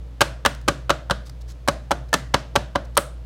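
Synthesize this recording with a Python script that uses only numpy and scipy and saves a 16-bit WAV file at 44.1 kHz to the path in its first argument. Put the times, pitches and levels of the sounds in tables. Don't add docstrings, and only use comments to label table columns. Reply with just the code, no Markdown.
import sys
import numpy as np
from scipy import signal
from scipy.io import wavfile

SR = 44100
rng = np.random.default_rng(int(sys.argv[2]) if len(sys.argv) > 2 else 0)


def generate_wav(sig):
    pcm = np.round(np.clip(np.atleast_2d(sig).T, -1, 1) * 32767).astype(np.int16)
    wavfile.write(sys.argv[1], SR, pcm)


N = 143325
TIME = np.arange(N) / SR
BAND_EDGES = np.geomspace(25, 17000, 35)
BAND_HZ = np.sqrt(BAND_EDGES[1:] * BAND_EDGES[:-1])


def from_db(db):
    return 10 ** (np.asarray(db) / 20)


def fading_tone(t, hz, db, fade_s):
    return np.sin(2 * np.pi * hz * t) * from_db(db - 60 * t / fade_s)


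def add(out, time_s, sound):
    start = int(time_s * SR)
    out[start:start + len(sound)] += sound[:N - start]


def split(*sounds):
    filters = [signal.butter(2, edges, "band", fs=SR, output="sos")
               for edges in zip(BAND_EDGES, BAND_EDGES[1:])]
    return np.array([signal.sosfilt(f, sounds[k % len(sounds)] + 1e-18) for k, f in enumerate(filters)])


def noise_bands():
    return split(*rng.standard_normal((2, N + SR)))[:, SR:]


def per_band(table, column=1):
    table = np.array(table)
    return np.interp(np.log(BAND_HZ), np.log(table[:, 0]), table[:, column])[:, None]


def band_gains(tone):
    gain = from_db(per_band(tone))
    return gain / np.sqrt(np.sum(gain[:, 0] ** 2 * np.diff(BAND_EDGES)) * 2 / SR)


# (pitch [Hz], relative level [dB])
ROOM_TONE = [(25, -29), (50, -14), (85, -17), (140, -9), (220, -24), (300, -17), (380, -31.5), (500, -21),
             (700, -30), (1200, -35.5), (2000, -39.5), (3500, -41.5), (8000, -52), (16000, -60.5)]


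def appliance_hum(motor_hz=58.4, motor_db=-35.5, mains_hz=120.1, mains_db=-48, air_db=-47.5):
    motor, mains = (np.sqrt(2) * np.sin(2 * np.pi * (hz * TIME + rng.random()))
                    for hz in (motor_hz, mains_hz))
    throb_db = 2.3 * np.cos(2 * np.pi * 3.48 * (TIME - 0.015))
    air = np.sum(band_gains(ROOM_TONE) * noise_bands(), axis=0)
    return from_db(motor_db + throb_db) * motor + from_db(mains_db) * mains + from_db(air_db) * air


def burst(bands, envelope):
    sound = bands * envelope
    expected_energy = np.sum(envelope ** 2, axis=-1) * np.diff(BAND_EDGES) * 2 / SR
    return sound * np.sqrt(expected_energy / (np.sum(sound ** 2, axis=-1) + 1e-20))[:, None]


# (pitch [Hz], relative level [dB])
EDGE_TONE = [(100, -13), (300, -16), (450, -5.5), (750, 1), (1200, 1), (1700, -6), (2300, -14), (3300, -9),
             (6000, -15.5), (9000, -21), (15000, -25)]
BASE_TONE = [(100, -5), (300, -2.5), (450, -7.5), (750, -4.5), (1200, 2.5), (1700, -2.5), (2200, -6.5),
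             (3200, -5), (5500, -9), (7500, -12), (9000, -13.5), (10500, -19), (15000, -29)]
# (pitch [Hz], fade time [s])
CLATTER_FADES = [(120, 0.079), (400, 0.065), (1200, 0.039), (3500, 0.033), (12000, .022)]
# (edge time [s], edge boost [dB],
# base time [s], base boost [dB], thud boost [dB], hollow note boost [dB], brightness boost [dB],
# crack boost [dB], clack pitch [Hz], clack boost [dB])
KNOCKS = [ (.2076, 3.5, 0.2148, 0.5, -2.5, 2.5, 1, -0.5, 1607, 4),
          (0.4507, -1, 0.46, -1.5, 1, -5.5, 1, -1, 1710, 2.5),
          (0.679, -5.5, .6834, -0.5, 3, 3, -2, -1.5, 1212, 2.5),
          (0.895, -3, .9028, -2, 0, -3.5, 0, -4, 1399, -2.5),
          (1.0986, -7.5, 1.1088, -1, -2.5, -5, -4, -6.5, 1420, -8),
          (1.6766, -4, 1.684, -3, 1.5, 1, -3.5, 0.5, 1120, 1.5),
          (1.9084, -4, 1.9140, -2.5, 4, -1, -6.5, -5.5, 815, -3),
          (2.1294, -5.5, 2.139, -3, 4.5, -14, 0.5, 5, 1756, 3.5),
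          (2.3396, -4.5, 2.3426, -1, 0, 0.5, 0.5, -5.5, 983, 2),
          (2.5550, -3.5, 2.5596, -2, 3.5, -0.5, -1, -3, 860, -0.5),
          (2.753, -11, 2.7568, -6, 2, -2, -6, -11, 1010, -3),
          (2.9690, 1, 2.9754, -2, -1, 2.5, -1.5, -4.5, 1278, 0)]


def clatter():
    out, bands, t = np.zeros(N), noise_bands(), TIME[:SR // 8]
    fade = from_db(-60 * t / per_band(CLATTER_FADES))
    for edge_s, edge_db, base_s, base_db, thud_db, _, bright_db, crack_db, _, _ in KNOCKS:
        colour = from_db(per_band([(250, thud_db), (1000, 0), (3000, bright_db), (9000, crack_db)]))
        edge = (edge_s, edge_db - 9.5, EDGE_TONE, 0.00053)
        base = (base_s, base_db - 5, BASE_TONE, 0.00075)
        for time_s, db, tone, rise_s in (edge, base):
            start = int(time_s * SR)
            hit = burst(bands[:, start:start + len(t)], fade * np.minimum(t / rise_s, 1))
            add(out, time_s, from_db(db) * np.sum(colour * band_gains(tone) * hit, axis=0))
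    return out


# (pitch [Hz], relative level [dB], fade time [s])
PAN_NOTES = [(144.5, -13.5, 0.12), (215, -31, 0.041), (327.6, -19.5, 0.077), (858, -14.5, 0.039),
             (1144.5, -9, 0.057), (1247, -13, 0.039), (1448, -21, 0.14), (1570, -12, .05), (2960, -18, .05),
             (3183, -19, 0.04), (3987, -17.5, 0.056), (6090, -26, 0.051)]


def pan_ring(notes_db=-7.5, spread_db=0.5):
    out, t = np.zeros(N), TIME[:SR // 4]
    hz, db, fade_s = np.array(PAN_NOTES).T[:, :, None]
    notes = fading_tone(t, hz, db, fade_s)
    notes[1::2] *= -1
    hollow_note = fading_tone(t, hz=568, db=-12, fade_s=0.07)
    for edge_s, _, base_s, base_db, _, hollow_db, _, _, clack_hz, clack_db in KNOCKS:
        add(out, edge_s, fading_tone(t, clack_hz, clack_db - 14.5, fade_s=0.07))
        strengths = from_db(notes_db + base_db + spread_db * rng.standard_normal(len(hz)))
        add(out, base_s, strengths @ notes)
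        add(out, base_s, from_db(hollow_db) * hollow_note)
    return out


# (pitch [Hz], level compared with the pan [dB], fade time [s])
ECHO = [(70, -28, .4), (130, -13, .5), (200, -13, .4), (323, -13, 0.404), (430, -19.5, 0.25),
        (579.4, -12.5, 0.39), (955, -21.5, 0.37), (1520, -17, 0.4), (2500, -16.5, 0.349),
        (6000, -16.5, 0.33), (9000, -18, .3), (14940, -20, 0.19)]


def kitchen_echo(sound, build_s=0.0062):
    energy = split(sound) ** 2
    build = np.exp(-1 / (build_s * SR))
    kept_per_sample = from_db(-60 / (per_band(ECHO, column=2)[:, 0] * SR)) ** 2
    stored = np.array([signal.lfilter([(1 - kept) * (1 - build)], [1, -kept - build, kept * build], band)
                       for kept, band in zip(kept_per_sample, energy)])
    density = stored * SR / (2 * np.diff(BAND_EDGES)[:, None])
    return np.sum(from_db(per_band(ECHO)) * np.sqrt(np.abs(density)) * noise_bands(), axis=0)


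# (pitch [Hz], relative level [dB], fade time [s])
ROOM_NOTES = [(124.1, -37.5, 0.73), (134.6, -34, 0.57)]


def room_boom():
    out, t = np.zeros(N), TIME[:SR]
    boom = sum(fading_tone(t, hz, db, fade_s) for hz, db, fade_s in ROOM_NOTES)
    for _, _, base_s, base_db, thud_db, *_ in KNOCKS:
        add(out, base_s, from_db(base_db + thud_db) * boom)
    return out


# (time [s], relative level [dB])
CORNER_HITS = [(.2153, -6.5), (0.461, -5.5), (2.1385, -15), (2.975, 2.5)]


def corner_snaps(hz=8860, fade_s=0.0058, snap_db=-2, hiss_db=-5):
    out, t = np.zeros(N), TIME[:SR // 32]
    for time_s, db in CORNER_HITS:
        hiss = from_db(hiss_db) * np.diff(rng.standard_normal(len(t) + 1)) / 2
        snap = np.sin(2 * np.pi * hz * t) + hiss
        add(out, time_s, snap * from_db(snap_db + db - 60 * t / fade_s))
    return out


# (time [s], length [s], level [dB])
FINGER_SLIDES = [(1.251, 0.039, -48.5), (1.294, 0.0066, -41.5), (1.407, 0.019, -51.5), (1.474, 0.058, -49),
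                 (.546, 0.0086, -45), (0.613, .006, -50.5), (2.084, .014, -54.5), (2.844, .018, -54),
                 (2.948, .014, -51.5)]
# (pitch [Hz], relative level [dB])
SKIN_TONE = [(300, -5.5), (1500, 0.5), (3000, -8), (4200, 3), (6000, -0.5), (9000, -6.5), (15000, -16)]


def fingers(grain_db=3):
    pressure = np.zeros(N)
    for time_s, length_s, db in FINGER_SLIDES:
        add(pressure, time_s, from_db(db) * np.sqrt(np.hanning(int(length_s * SR))))
    grain = np.interp(TIME, TIME[::64], rng.standard_normal(len(TIME[::64])))
    hiss = np.sum(band_gains(SKIN_TONE) * noise_bands(), axis=0)
    return pressure * from_db(grain_db * grain) * hiss


def scene(lowest_hz=60):
    pan = clatter() + pan_ring() + corner_snaps() + fingers()
    pan = signal.sosfilt(signal.butter(4, lowest_hz, "high", fs=SR, output="sos"), pan + 1e-18)
    return (pan + kitchen_echo(pan) + room_boom() + appliance_hum())[None]


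def record(dry, ceiling=0.87, highest_hz=15900):
    rounded = dry / (1 + (dry / ceiling) ** 4) ** (1 / 4)
    return signal.sosfilt(signal.ellip(10, 0.1, 70, highest_hz, fs=SR, output="sos"), rounded)


dry = scene()
out = record(dry)
generate_wav(out)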